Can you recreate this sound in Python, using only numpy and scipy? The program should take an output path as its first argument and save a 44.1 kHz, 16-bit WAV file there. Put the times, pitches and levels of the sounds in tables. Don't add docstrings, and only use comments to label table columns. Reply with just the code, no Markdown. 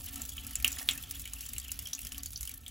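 import sys
import numpy as np
from scipy import signal
from scipy.fft import rfft, irfft
from scipy.io import wavfile
from scipy.ndimage import uniform_filter1d

SR = 44100
rng = np.random.default_rng(int(sys.argv[2]) if len(sys.argv) > 2 else 0)


def convert_level_to_amplitude(level_db):
    exponent = np.asarray(level_db, float) / 20
    return 10 ** exponent


def log_audio(samples):
    frames = np.atleast_2d(samples).T
    limited = np.clip(frames, -1, 1)
    pcm = np.round(limited * 32767).astype(np.int16)
    wavfile.write(sys.argv[1], SR, pcm)


N = 119070


def evened(x):
    return x / np.sqrt(np.mean(x ** 2) + 1e-20)


def read(points, hz):
    f, value = np.transpose(points)
    return np.interp(np.log(hz + 1), np.log(f + 1), value)


def level(points):
    return convert_level_to_amplitude(np.interp(np.arange(N) / SR, *np.transpose(points)))


def shaped(x, gain):
    hz = np.fft.rfftfreq(x.shape[-1], 1 / SR)
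    return irfft(rfft(x) * gain(hz), x.shape[-1])


def wander(per_s):
    size = max(int(SR / per_s), 2)
    once = uniform_filter1d(rng.standard_normal(N), size)
    return evened(uniform_filter1d(once, size))


def add(mix, s, sound):
    part = mix[round(s * SR):][:len(sound)]
    part += sound[:len(part)]


# (frequency [Hz], level [dB per Hz])
RUMBLE_COLOUR = [(12, -15), (20, -17.5), (59, 7), (107, -8), (270, -22.5), (306, -25.5), (888, -37.5),
                 (938, -50.5), (1500, -40), (1950, -139), (3300, -120)]
# (time [s], level [dB])
RUMBLE_LEVEL = [(0.0, -40), (0.03, -50), (0.68, -47.5), (0.71, -56), (0.76, -45), (0.8, -59.5),
                (0.9, -46.5), (1.5, -55), (1.56, -47), (1.65, -54), (1.74, -48), (1.91, -49.5),
                (1.94, -65.5), (2.06, -42.5), (2.11, -52.5), (2.7, -51.5)]


def rumble():
    def colour(hz):
        return convert_level_to_amplitude(read(RUMBLE_COLOUR, hz)) * (hz > 18) / (1 + (hz / 2000) ** 4)

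    low = evened(shaped(rng.standard_normal(N), colour))
    swell_db = 1 + 1.2 * wander(37)
    return level(RUMBLE_LEVEL) * convert_level_to_amplitude(swell_db) * low


# (time [s], level [dB])
FLOW = [(0, -47), (.6, -49), (.637, -56), (.66, -44.5), (.8, -44.5), (.87, -51), (.9, -40.5), (1.0, -48),
        (1.57, -50.5), (1.6, -50), (2.5, -52), (2.6, -58), (2.7, -52.5)]
# (frequency [Hz], level [dB per Hz])
FIZZ_COLOUR = [(500, -16.5), (1100, -16), (2000, -12), (3000, -2), (4300, -7.5), (7500, -5.5), (11000, -2),
               (15500, -2)]


def fizz():
    grains_per_s, spread_db, cycles, fizz_db = 2600, 3, 3.17, 2
    size = convert_level_to_amplitude(spread_db * np.minimum(rng.exponential(1, N), 4))
    size = size * (rng.random(N) < grains_per_s / SR)
    kind = rng.integers(0, 30, N)
    t, grains = np.arange(900) / SR, np.zeros(N)
    for k, hz in enumerate(np.geomspace(1300, 15500, 30)):
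        longer = 1 + k % 3
        fall = t * hz / (cycles * longer)
        grain = fall * np.exp(-fall) * np.sin(2 * np.pi * hz * t * (1 + .005 * fall))
        grain = grain * hz / 4000 / np.sqrt(longer)
        grains += signal.oaconvolve(size * (kind == k), grain)[:N]
    mix = evened(grains) + rng.standard_normal(N)
    low = shaped(mix, lambda hz: 1 / (1 + (hz / 5000) ** 4))
    high = mix - low
    clumped = low * convert_level_to_amplitude(3.3 * wander(65)) + high * convert_level_to_amplitude(4.47 * wander(170))
    coloured = evened(shaped(clumped, lambda hz: convert_level_to_amplitude(read(FIZZ_COLOUR, hz))))
    return level(FLOW) * convert_level_to_amplitude(fizz_db) * coloured


# (frequency [Hz], width [Hz], level [dB])
WALLS = [(238, 17.4, -3), (274.8, 10.9, 0.5), (728.4, 23, -13.5), (886, 10.5, -14.5), (1143, 45, -16),
         (1326.5, 96, -16), (1773, 90, -16), (2320, 140, -26)]
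# (time [s], level [dB])
DRUMMING = [(0, -67.5), (.18, -53.5), (.3, -66.5), (.45, -55.5), (.55, -57.5), (.62, -54), (.68, -53),
            (.8, -60.5), (.95, -60), (1.15, -62), (1.25, -66), (1.45, -64), (1.55, -64), (1.9, -64),
            (2.05, -65.5), (2.2, -62), (2.35, -75), (2.45, -66)]


def walls(jolts):
    def ring(hz):
        return sum(convert_level_to_amplitude(db) / (1 + 2j * (hz - f) / width) ** 2 for f, width, db in WALLS)

    shaking = rng.standard_normal(N) * convert_level_to_amplitude(1.5 * wander(14))
    hum = level(DRUMMING) * evened(shaped(shaking, ring))
    return hum + 200 * shaped(jolts, ring)


# (frequency [Hz], time [s])
ECHO_FADE = [(1000, 0.48), (3000, 0.11), (7000, 0.076), (14000, 0.011)]


def tank(x):
    echo_db, start_s, stir_per_s = -10.5, .0028, 130
    slots = np.arange(round(start_s * SR), 7900, 20)
    places = slots + rng.integers(0, 20, (2, len(slots)))
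    signs = rng.choice([-1., 1.], (2, len(slots)))
    taps = np.zeros((2, 8000))
    np.put_along_axis(taps, places, signs, 1)
    hz, t, z = signal.stft(taps, SR, nperseg=64)
    fade = convert_level_to_amplitude(-60 * t / read(ECHO_FADE, hz)[:, None])
    tail = signal.istft(z * fade, SR, nperseg=64)[1]
    tail = tail / np.linalg.norm(tail[0])
    angle = np.pi * wander(stir_per_s)
    fed = x * np.array([np.cos(angle), np.sin(angle)])
    return convert_level_to_amplitude(echo_db) * signal.fftconvolve(fed, tail, axes=1)[:, :N].sum(0)


def bubble(t, hz, cycles, rise_s=.0003):
    fall = t * hz / cycles
    glide = 1 + .03 * (np.tanh(fall / 2) - .5)
    return (1 - np.exp(-t / rise_s)) * np.exp(-fall) * np.sin(2 * np.pi * hz * t * glide)


# (time [s], click level [dB], click frequency [Hz], level into the walls [dB])
SLAPS = [(.004, -47, 970, -53.5), (.2, -45, 694, -45), (0.3679, -40, 2450, -50), (0.5096, -46, 4500, -53),
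         (0.5559, -25, 2760, -55), (0.6446, -28, 1900, -39.5), (0.674, -20, 5700, -73),
         (0.7701, -31.5, 1870, -48.5), (0.7876, -26, 3020, -54), (0.79, -20, 4800, -49),
         (.797, -31, 2300, -64), (0.81, -41, 750, -46), (0.8881, -19.5, 2420, -47.5),
         (1.1079, -40, 3050, -55), (1.3345, -46, 1200, -52), (1.5827, -49, 3030, -61),
         (1.9307, -22.5, 3500, -54.5), (2.1204, -23.5, 2930, -51), (2.174, -39, 2980, -52),
         (2.3321, -47, 3870, -58.5), (2.6354, -42, 2800, -74)]


def slaps():
    clicks, jolts, t = np.zeros(N), np.zeros(N), np.arange(400) / SR
    for s, db, hz, wall_db in SLAPS:
        add(clicks, s, convert_level_to_amplitude(db) * bubble(t, hz, cycles=1.96))
        add(jolts, s, convert_level_to_amplitude(wall_db - 4) * np.hanning(9))
    return clicks, jolts


def froth(t, hz):
    late_s, pitch_spread = .016, .17
    ratio, phase = rng.standard_normal((24, 1)), rng.random((24, 1))
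    late = rng.exponential(late_s, (24, 1))
    pitch = hz * np.exp(pitch_spread * ratio)
    age = np.maximum(t - late - .002, 0)
    fall = age * pitch / 3
    pops = fall * np.exp(-fall) * np.sin(2 * np.pi * (pitch * age + phase))
    return (np.exp(-late / late_s) * pops).sum(0)


# (time [s], peak level [dB], bubble frequency [Hz], spray level against the peak [dB])
SLUGS = [(0.0477, -36, 4980, -11), (.087, -35, 7300, -6.5), (0.179, -35, 7860, -5),
         (.447, -36.5, 5000, -4), (0.475, -31, 7300, -10.5), (0.1418, -40, 6250, 2.5),
         (0.1583, -34.5, 7400, 4), (0.2179, -17, 7200, -14), (0.2521, -27, 7600, -7.5),
         (0.281, -43, 7280, -24), (0.2919, -22.5, 6970, -14.5), (0.38, -23.5, 3070, -43),
         (0.467, -28, 7200, -5.5), (0.5089, -41, 2050, 6), (0.555, -9, 7370, -16.5),
         (0.6, -33.5, 2430, -2), (0.678, -9.5, 7740, -13.5), (0.7184, -22.5, 7100, -8.5),
         (0.6252, -38, 6400, 6.5), (0.704, -35, 6800, -4), (0.7273, -15.5, 6770, -19),
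         (0.7703, -29, 7040, -16), (0.7856, -25.5, 6700, -5.5), (0.828, -29.5, 7900, -7),
         (0.9103, -9, 7620, -25.5),
         (0.9772, -27.5, 7350, -4.5), (1.037, -31, 3300, -8.5), (1.1097, -19.5, 8700, -8),
                (1.1556, -30, 3360, -9.5), (1.1961, -24, 7620, -9.5), (1.255, -29, 2980, -5.5),
                (1.276, -33, 3000, -4), (1.3346, -25, 8200, -5), (1.4078, -26.5, 6000, -5),
                (1.4534, -40, 3220, 0), (1.4636, -21.5, 7760, -14.5), (1.49, -36, 7140, 1),
                (1.5341, -37, 2750, 4.5), (1.5636, -30.5, 2800, -9), (1.5821, -13.5, 7760, -15),
                (1.5992, -28.5, 4700, -7), (1.648, -33.5, 3050, -8), (1.6818, -43.5, 5160, 6),
                (1.717, -19.5, 6900, -6), (1.7906, -23.5, 8100, -5.5), (1.855, -27, 5400, -14.5),
                (1.8713, -27.5, 5700, -5),
         (1.9324, -11, 5900, -17.5), (1.95, -18, 6640, -22), (1.991, -32, 2710, -3),
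             (2.0169, -29, 6900, -10), (2.0497, -39.5, 7200, 5.5), (2.0689, -31, 3180, 0),
             (2.09, -39, 6500, -4), (2.1203, -32, 5580, -1.5), (2.1455, -31.5, 3020, -9),
             (2.1803, -29, 8300, -2), (2.233, -20, 6730, -11.5), (2.259, -18, 6650, -12.5),
             (2.3057, -37.5, 6700, -2), (2.3323, -33, 4950, -4.5), (2.3588, -18, 5640, -32),
             (2.375, -26.5, 6200, -16), (2.4088, -24, 8500, -6.5), (2.4301, -29, 8160, -2),
             (2.4528, -34, 7740, 0), (2.4745, -29, 3065, -1.5), (2.4934, -42, 2420, 8.5),
             (2.5152, -37.5, 6300, 0), (2.5393, -39.5, 7240, 3.5), (2.6633, -27.5, 3300, -16),
             (2.6804, -22, 8300, -16)]
# (time [s], peak level [dB], bubble frequency [Hz],
# spray level against the peak [dB], bubble length [cycles])
PLOPS = [
    (0.6456, -0.5, 2825, -18, 2.8),
    (0.8882, 0, 3364, -20.5, 1.85),
]
# (time [s], peak level [dB], frequency [Hz])
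GLUGS = [(0.319, -41, 3310), (0.4478, -45, 2650), (0.531, -38.5, 2960), (0.814, -40, 1827),
         (.894, -30.5, 3390), (0.957, -43, 1770), (0.98, -37.5, 2620), (1.257, -39, 2280),
         (1.365, -39, 2720), (1.436, -44, 2860), (1.6183, -41, 3240), (1.6596, -41, 2830),
         (1.6931, -33, 2780), (1.7927, -38, 2860), (1.8584, -29.5, 3180), (1.981, -39, 2690),
         (2.193, -37, 4600), (2.2543, -47, 3040), (2.259, -38, 4610), (2.27, -38, 4500), (2.36, -31, 4480),
         (2.50, -44, 2320)]
# (frequency [Hz], level [dB per Hz])
SPRAY_COLOUR = [(600, -25.5), (1500, -15), (3000, -12), (4300, -9.5), (7500, -2), (8600, -1), (11000, 0),
                (15500, -0.5)]


def slugs():
    spray_db, bubble_db, froth_db, plop_froth_db = 6, -2.5, -18.5, -7.5
    tick_db, tick_s, bubble_late_s = 4.5, .00025, .00055
    spray_gain, bubbles, t = np.zeros(N), np.zeros(N), np.arange(2600) / SR
    burst_fall = np.exp(-t / .0027) + convert_level_to_amplitude(-27) * np.exp(-t / .015)
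    burst = (1 - np.exp(-t / .0012)) * burst_fall
    burst += convert_level_to_amplitude(tick_db) * t / tick_s * np.exp(-t / tick_s)
    for s, db, hz, slug_spray_db, *plop_cycles in PLOPS + SLUGS:
        cycles = plop_cycles[0] if plop_cycles else 5
        slug_froth_db = froth_db + (plop_froth_db if plop_cycles else 0)
        add(spray_gain, s, convert_level_to_amplitude(db + slug_spray_db + spray_db) * burst)
        add(bubbles, s + bubble_late_s, convert_level_to_amplitude(db + bubble_db) * bubble(t, hz, cycles))
        add(bubbles, s, convert_level_to_amplitude(db + slug_froth_db) * froth(t, hz))
    for s, db, hz in GLUGS:
        add(bubbles, s, convert_level_to_amplitude(db) * bubble(t, hz, cycles=11, rise_s=.001))
    spray = shaped(spray_gain * rng.standard_normal(N), lambda hz: convert_level_to_amplitude(read(SPRAY_COLOUR, hz)))
    wobble = 1 + .45 * np.tanh(wander(1500))
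    return spray + bubbles * wobble


def scatter(x):
    taps = rng.standard_normal((2, 600)) * np.exp(-np.arange(600) / SR / .003)
    taps = taps / np.linalg.norm(taps[0])
    a, b = signal.fftconvolve(x[None], taps, axes=1)[:, :N]
    angle = np.pi * wander(5)
    return np.cos(angle) * a + np.sin(angle) * b


# (frequency [Hz], likeness [0-1])
SAME = [(60, 0.95), (250, 0.86), (700, 0.64), (1200, 0.42), (1800, 0.9), (2500, 0.95), (4200, 1),
        (7000, 0.95), (9000, 0.88), (15000, 0.99)]
# (frequency [Hz], phase [turns])
LEAD = [(900, 0), (1700, -.06), (3300, -.05), (4000, 0), (7150, 0), (11100, 1.0), (15300, 2.0)]


def scene():
    def same(hz):
        return np.clip(read(SAME, hz), 0, 1)

    def lead(hz):
        return np.exp(2j * np.pi * np.interp(hz, *np.transpose(LEAD)))

    clicks, jolts = slaps()
    water = fizz() + clicks + slugs()
    sound = rumble() + water + walls(jolts) + tank(water)
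    shared = shaped(sound, lambda hz: np.sqrt((1 + same(hz)) / 2))
    differing = shaped(scatter(sound), lambda hz: np.sqrt((1 - same(hz)) / 2))
    return np.array([shared + differing, shaped(shared - differing, lead)])


def top_cut(x):
    return signal.sosfilt(signal.butter(12, 17140, fs=SR, output="sos"), x)


# (channel [0 sum, 1 difference], low edge [Hz], high edge [Hz], share of time [0-1])
GATES = [(0, 8700, 9400, .25), (0, 13000, 13700, .25), (0, 15900, 22050, .85), (1, 2100, 3900, .75),
         (1, 3900, 7400, .6), (1, 10900, 11500, .3), (1, 15900, 22050, .85)]


def record(dry):
    x = shaped(dry, lambda hz: 1 / (1 + (hz / 15900) ** 40))
    hz, t, z = signal.stft([x[0] + x[1], x[0] - x[1]], SR, nperseg=1024)
    for which, low_hz, high_hz, share in GATES:
        band = (hz > low_hz) & (hz <= high_hz)
        power = uniform_filter1d((abs(z[which, band]) ** 2).sum(0), size=3)
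        z[which, band] *= power > np.quantile(power, share)
    mid, side = signal.istft(z, SR, nperseg=1024)[1][:, :N]
    mix = np.array([mid + side, mid - side]) / 2
    return top_cut(mix)


dry = scene()
out = record(dry)
log_audio(out)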